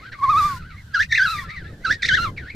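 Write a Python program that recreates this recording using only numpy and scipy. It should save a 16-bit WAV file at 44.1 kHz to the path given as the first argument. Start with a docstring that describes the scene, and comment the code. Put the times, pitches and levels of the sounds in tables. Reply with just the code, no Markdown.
"""Light wind rumbles on the microphone while distant emperor penguin chicks whistle over open sea ice.
Then one chick begs close by: three calls that swoop up and down and sink at the end.
Each is a rough tone with overtones and a hiss of air through the beak,
scattered by the snow and the birds standing around. The whole colony murmurs behind it."""
import sys
import numpy as np
from scipy import signal
from scipy.fft import rfft, irfft
from scipy.io import wavfile
from scipy.ndimage import uniform_filter1d

SR = 44100
rng = np.random.default_rng(int(sys.argv[2]) if len(sys.argv) > 2 else 0)


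def waveform_to_disk(signal):
    """Save audio, clipped to [-1, 1], as 16-bit WAV at the path in sys.argv[1]."""
    frames = np.transpose(np.atleast_2d(signal))
    scaled = np.clip(frames, -1, 1) * 32767
    samples = np.round(scaled).astype(np.int16)
    wavfile.write(sys.argv[1], SR, samples)


N = 112454
T = np.arange(N) / SR


def from_db(db):
    """Decibels to gain."""
    return 10 ** (np.asarray(db) / 20)


def unit_power(x):
    """Scale to an RMS of 1."""
    return x / np.sqrt(np.mean(x ** 2) + 1e-20)


def eq_db(curve, hz):
    """Read an EQ curve on a log-frequency axis."""
    freqs, db = np.transpose(curve)
    return np.interp(np.log(np.maximum(hz, 1)), np.log(freqs), db)


def drift(hz):
    """A random modulator of unit power, moving at up to about this rate."""
    lowpass = signal.butter(2, hz, fs=SR, output="sos")
    return unit_power(signal.sosfilt(lowpass, rng.standard_normal(N)))


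def flicker(db, hz):
    """A gain that wavers at random."""
    return from_db(db * drift(hz))


def noise(curve, side_db):
    """Coloured stereo noise of unit power; side_db sets the width."""
    colour = from_db(eq_db(curve, np.fft.rfftfreq(N, 1 / SR)))
    mid, side = irfft(rfft(rng.standard_normal((2, N))) * colour, N)
    return unit_power(mid + from_db(side_db) * side * np.array([[1], [-1]]))


def gate(start, end, edge_s):
    """Open from start to end, with soft edges outside."""
    return np.clip(1 + np.minimum(T - start, end - T) / edge_s, 0, 1) ** 2


# EQ of the wind's two bands. Each row: frequency in Hz, gain in dB.
RUMBLE_EQ = [(20, -1.5), (40, -4.5), (70, 3), (110, 1.5), (170, -3.5), (230, -14.5), (350, -32.5),
             (800, -78.5)]
FLUTTER_EQ = [(100, 11.5), (220, 4.5), (330, 1), (500, -3), (750, -12), (1200, -31), (3000, -66)]
# Their fader rides. Each row: time in seconds, level in dB.
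RUMBLE_RIDE = [(0.0, -47), (0.02, -50.5), (0.25, -44), (0.3, -35.5), (0.34, -40.5), (0.43, -31.5),
               (0.98, -47), (1.0, -38.5), (1.19, -40.5), (1.49, -36.5), (1.53, -42.5), (1.61, -35.5),
               (1.88, -49.5), (1.94, -32.5), (1.99, -51), (2.04, -37), (2.31, -32), (2.55, -47.5)]
FLUTTER_RIDE = [(0.0, -51), (0.1, -55), (0.15, -54.5), (0.43, -44), (0.72, -63.5), (1.3, -59), (1.4, -47.5),
                (1.43, -56), (1.49, -47.5), (1.54, -65), (1.62, -46.5), (1.84, -47.5), (1.91, -38.5),
                (2.0, -58), (2.06, -42.5), (2.42, -43), (2.53, -59.5), (2.55, -38)]


def wind(rumble_trim_db=-1, flutter_trim_db=5.5):
    """Gusts rumble on the microphone, with a flutter higher up."""
    rumble = from_db(rumble_trim_db + np.interp(T, *np.transpose(RUMBLE_RIDE)))
    rumble = rumble * noise(RUMBLE_EQ, side_db=-32.5)
    flutter = from_db(flutter_trim_db + np.interp(T, *np.transpose(FLUTTER_RIDE)))
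    flutter = flutter * noise(FLUTTER_EQ, side_db=-22.5)
    return flicker(db=2, hz=12) * (rumble + flutter)


# EQ of the distant colony. Each row: frequency in Hz, gain in dB.
MURMUR_EQ = [(400, -13), (850, -3.5), (1200, -4), (1600, 8), (2200, -14), (3000, -5), (4100, -6),
             (5500, -9.5), (7500, -12.5), (11000, -18.5), (14000, -16.5), (16000, -66)]


def colony_murmur(level_db=-57.5):
    """The whole colony blurs into a wide, gently swaying bed."""
    return from_db(level_db) * flicker(db=1.2, hz=5.2) * noise(MURMUR_EQ, side_db=-1.5)


def call_controls(contour):
    """Smoothed pitch, faintly trembling level and on-off gate of a call."""
    times, hz, db = np.transpose(contour)
    times = np.sort(times)
    pitch = uniform_filter1d(np.interp(T, times, hz), size=200)
    level_db = np.interp(T, times, db) + 0.05 * drift(hz=131)
    return pitch, level_db, gate(times[0], times[-1], edge_s=.006)


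def scatter(x, count=24, first_s=0.002004, last_s=.04, t60_s=0.079, width=.62):
    """Early reflections off snow and bodies; they beat against a gliding whistle."""
    delays = rng.uniform(first_s, last_s, count)
    mid, side = rng.standard_normal((2, count))
    gains = (mid + width * side * np.array([[1], [-1]])) * from_db(-60 * delays / t60_s)
    echoes = np.array([np.interp(T - delay, T, x, left=0) for delay in delays])
    return unit_power(gains) / np.sqrt(count) @ echoes


# Overtones above the octave. Each row: multiple of the pitch, relative level in dB.
OVERTONES = [(3, -15), (4, -24), (5, -31), (6, -37), (7, -42)]
# Colour that throat and beak give the overtones. Each row: frequency in Hz, gain in dB.
THROAT_EQ = [(2000, -1), (2400, 2), (2750, -1), (3050, 0), (3550, 0.5), (4050, 5), (4550, -6), (5000, -6.5),
             (5500, -6), (6100, -1.5), (6700, -34.5), (7300, -13), (10000, -19), (12700, -4.5),
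             (16000, -35)]
FULL_DB, STRAIN_HZ = -17.5, 1674  # level of a full voice; pitch above which it breaks up


def whistle(pitch, level_db, opened, octave_db, overtones_db, jitter, scatter_db):
    """A tone with overtones shaped by the throat; it trembles more as it is pushed higher."""
    on = opened > 0
    tremble = jitter * (pitch / STRAIN_HZ) ** 1.84 * drift(hz=350)
    hz = (pitch * (1 + tremble))[on]
    phase = 2 * np.pi * np.cumsum(hz) / SR
    # Overtones stand out where the voice is soft and in the low troughs of a swoop.
    lift_db = (-0.15 * (level_db - FULL_DB) - 3.5 * np.log2(pitch / STRAIN_HZ))[on]
    octave = from_db(octave_db + lift_db + eq_db(THROAT_EQ, 2 * hz)) * np.sin(2 * phase)
    tone = np.zeros(N)
    tone[on] = np.sin(phase) + octave
    for multiple, db in OVERTONES:
        gain = from_db(overtones_db + lift_db + db + eq_db(THROAT_EQ, multiple * hz))
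        tone[on] += gain * flicker(db=3, hz=40)[on] * np.sin(multiple * phase)
    tone *= np.sqrt(2) * from_db(level_db) * opened
    wet = from_db(scatter_db)
    return (tone + wet * scatter(tone)) / np.sqrt(1 + wet ** 2)


def rasp_noise(curve, side_db):
    """The grit in a voice: coloured noise with a fast flicker."""
    return flicker(db=-1, hz=159) * noise(curve, side_db)


# Distant chicks, one list per call. Each point: time in seconds, pitch in Hz, level in dB.
FAR_CALLS = [
    [(0, 2133, -43.5), (.025, 2120, -51.5), (.06, 1600, -49), (.1, 1423, -45)],
    [(0, 1006, -56.5), (.035, 1324, -41.5), (.07, 1609, -38.5), (.11, 1537, -68.5), (.12, 1686, -38),
     (.127, 1900, -34), (.142, 2200, -43), (.19, 2040, -85)],
    [(.118, 1927, -55), (.128, 1607, -35), (.15, 1180, -46.5), (.2, 1042, -44)],
    [(.212, 2120, -53.5), (.24, 1477, -42.5), (.268, 2195, -39)],
    [(.49, 1510, -39.5), (.55, 1350, -42.5), (.595, 1497, -46), (.625, 1248, -43.5), (.675, 1620, -48.5),
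     (.715, 1312, -43.5), (.755, 1144, -50.5)],
    [(.705, 2300, -48.5), (.745, 1900, -55.5), (.785, 2174, -45.5), (.82, 1805, -57.5)],
    [(.86, 1618, -59), (.89, 1506, -55.5), (.93, 1323, -46.5)],
    [(1.365, 2325, -39), (1.39, 1928, -31), (1.42, 1730, -48), (1.48, 1714, -44.5), (1.505, 2054, -29),
     (1.528, 2253, -49), (1.54, 2290, -42.5), (1.575, 1954, -33.5), (1.635, 1398, -48.5), (1.71, 1266, -54)],
    [(1.44, 1399, -38), (1.485, 1188, -53), (1.525, 1305, -38), (1.57, 1080, -59)],
    [(1.645, 1674, -45), (1.68, 1793, -44), (1.705, 1950, -56), (1.74, 1735, -49.5), (1.79, 1760, -62),
     (1.84, 2100, -46)],
    [(1.93, 1930, -27), (1.965, 1794, -48), (2.02, 1550, -42)],
    [(2.366, 2512, -46.5), (2.378, 2240, -29.5), (2.39, 1923, -37.5), (2.41, 1677, -42.5),
     (2.445, 1370, -43.5), (2.475, 1737, -39.5), (2.494, 1973, -40), (2.503, 2190, -30.5),
     (2.518, 2576, -48.5), (2.55, 1960, -46)],
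]
# EQ of their rasp. Each row: frequency in Hz, gain in dB.
FAR_RASP_EQ = [(700, -10), (1300, -1), (2000, 12), (3100, -2.5), (4200, 4.5), (5200, -7.5), (6600, -21),
               (8000, -21.5), (11000, -33.5), (14000, -38), (16000, -41)]


def far_chicks(rasp_db=-11):
    """Chicks farther off whistle and rasp, their tone as much scattered as direct."""
    voices, rasp_gain = 0, 0
    for call in FAR_CALLS:
        pitch, level_db, opened = call_controls(call)
        level_db += drift(hz=35)  # 1 dB of flicker
        voices += whistle(pitch, level_db, opened,
                          octave_db=-21.5, overtones_db=-11.5, jitter=.022, scatter_db=0)
        rasp_gain += opened * from_db(level_db + rasp_db)
    return voices + rasp_gain * rasp_noise(FAR_RASP_EQ, side_db=-7)


def hollow_band(x, hz, depth_db=-13.5, width_hz=226):
    """A narrow dip between about 2.3 and 3.2 kHz hollows each syllable's tone."""
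    freqs = np.fft.rfftfreq(N, 1 / SR)
    dip_db = depth_db * np.exp(-((freqs - hz) / width_hz) ** 2)
    return irfft(rfft(x) * from_db(dip_db), N)


# The near chick's syllables. Each row: time in seconds, pitch in Hz, level in dB.
OPENING = [(.19, 1127, -37), (.21, 1115, -37), (.216, 1022, -29), (.24, 1157, -14.5), (.267, 1024, -25),
           (.292, 1087, -16), (.299, 1236, -12), (.313, 1271, -17.5), (.342, 1103, -18), (.362, 1165, -17),
           (.386, 1315, -12), (.412, 1168, -19.5), (.438, 1154, -19), (.456, 1201, -17),
           (.485, 1170, -25.5), (.525, 1098, -29.5), (.58, 984, -42)]  # first call
SWOOP_A = [(.935, 1548, -42), (.947, 1677, -15), (.958, 1491, -17), (.976, 1323, -21), (.988, 1412, -22),
           (1.004, 1696, -12), (1.022, 1880, -18), (1.034, 2500, -19.5), (1.052, 2380, -52)]  # second call
WARBLE_A = [(1.09, 1921, -48.5), (1.113, 1820, -27.5), (1.119, 2368, -24), (1.127, 1798, -9.5),
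            (1.138, 1781, -21), (1.15, 1950, -13), (1.163, 2827, -23.5), (1.172, 2320, -26),
            (1.179, 1837, -12), (1.19, 1604, -17.5), (1.208, 1490, -13.5), (1.224, 1551, -13.5),
            (1.241, 1705, -19), (1.262, 1405, -16.5), (1.286, 1251, -28), (1.316, 1365, -22.5),
            (1.352, 1193, -30), (1.40, 1182, -32.5), (1.44, 1019, -43.5)]
SWOOP_B = [(1.838, 1471, -51), (1.852, 1581, -16.5), (1.867, 1352, -21.5), (1.883, 1278, -23),
           (1.898, 1433, -21.5), (1.912, 1693, -12), (1.926, 1902, -20), (1.936, 2466, -50),
           (1.952, 1797, -38)]  # third call
YELP = [(2.024, 2408, -24.5), (2.027, 2308, -28.5), (2.032, 1838, -15), (2.041, 1747, -19.5),
        (2.051, 1858, -16.5), (2.059, 2500, -28.5), (2.07, 2890, -36)]
WARBLE_B = [(2.079, 2742, -25), (2.085, 2440, -21.5), (2.09, 1867, -11.5), (2.099, 1596, -20.5),
            (2.118, 1496, -17), (2.134, 1576, -15), (2.153, 1809, -14.5), (2.161, 2200, -31),
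            (2.171, 1586, -18), (2.187, 1322, -19.5), (2.205, 1373, -24.5), (2.238, 1417, -20.5),
            (2.262, 1195, -23), (2.284, 1034, -35), (2.3, 1024, -42.5)]
# Voicing. Each row: contour, trims in dB for octave, higher overtones and rasp, peak air level in dB,
# jitter as a share of pitch at STRAIN_HZ, scatter send in dB, dip centre in Hz, right over left in dB.
SYLLABLES = [(OPENING, -25.5, -13.5, -38.5, -34.5, 0.0048, -9.5, 3180, 0.54),
             (SWOOP_A, -21.5, -3.6, -36.5, -41.5, 0.013, -5, 2335, 1.2),
             (WARBLE_A, -14, -2, -38.5, -36, 0.0082, -4, 3060, 0.019),
             (SWOOP_B, -16.5, 0, -36.5, -48.5, 0.016, -6, 3050, 3),
             (YELP, -8, -6, -30.5, -66, 0.014, -5.5, 2860, 0.93),
             (WARBLE_B, -11, -4.9, -31, -41, 0.013, -3.5, 2504, -0.7)]
# EQ of the rasp and of the breath. Each row: frequency in Hz, gain in dB.
RASP_EQ = [(500, -30), (950, -58), (1400, 1), (2100, 5.5), (2900, -7), (3800, 2.5), (5000, -6.5),
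           (6100, -6), (7000, -15.5), (10000, -32), (14000, -61), (16000, -46)]
AIR_EQ = [(500, -84), (1000, -5.5), (1600, 10.5), (3000, -4.5), (4500, 3), (6500, -3.5), (9000, -7.5),
          (11000, -10.5), (14000, -8.5), (16000, -14)]


def near_chick(strain_db_per_octave=13):
    """Each syllable: a whistle, a rasp that grows with strain, a late swell of air through the beak."""
    grit = rasp_noise(RASP_EQ, side_db=-11)
    breath = noise(AIR_EQ, side_db=-2.5)
    out = 0
    for contour, octave_db, overtones_db, rasp_db, air_db, jitter, send_db, dip_hz, pan_db in SYLLABLES:
        pitch, level_db, opened = call_controls(contour)
        voice = whistle(pitch, level_db, opened, octave_db, overtones_db, jitter, send_db)
        voice *= from_db(pan_db * np.array([[-.5], [.5]]))
        strain_db = strain_db_per_octave * np.log2(pitch / STRAIN_HZ)
        rasp = opened * from_db(rasp_db + 0.99 * (level_db - FULL_DB) + strain_db) * grit
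        start, end = contour[0][0], contour[-1][0]
        swell_db = np.interp((T - start) / (end - start), [0, 0.61, 1], [-23.5, 0, -11])
        air = gate(start, end, edge_s=0.027) * from_db(air_db + swell_db) * breath
        out += hollow_band(voice + rasp, dip_hz) + air
    return out


# Cracks in the near voice. Each row: start in seconds, hold in seconds, level in dB.
CRACKS = [(0.95, 0.018, -42), (1.025, 0.019, -40), (1.12, .008, -42), (1.866, 0.028, -41),
          (1.924, 0.019, -35), (2.022, 0.013, -38), (2.055, .012, -30)]
# Their EQ. Each row: frequency in Hz, gain in dB.
CRACK_EQ = [(700, -34), (1400, -11), (2200, 2.5), (3000, -3), (3800, 5.5), (5200, 3), (6200, -6),
            (6900, -10), (8000, -11.5), (10000, -25), (13500, -33), (16000, -44)]


def voice_cracks(decay_db_per_s=894):
    """The voice cracks as it starts or tops out: bursts of rasp that hold briefly and die fast."""
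    envelope = 0
    for start, hold, db in CRACKS:
        decay_db = decay_db_per_s * np.maximum(T - start - hold, 0)
        envelope += gate(start, T[-1], edge_s=0.0032) * from_db(db - decay_db)
    return envelope * rasp_noise(CRACK_EQ, side_db=-5.5)


def scene():
    """Wind and colony all round, one chick up front."""
    return wind() + colony_murmur() + far_chicks() + near_chick() + voice_cracks()


def record(dry):
    """A steep high cut, 70 dB down at 16 kHz."""
    return signal.sosfilt(signal.cheby2(16, 70, 16000, fs=SR, output="sos"), dry)


dry = scene()
out = record(dry)
waveform_to_disk(out)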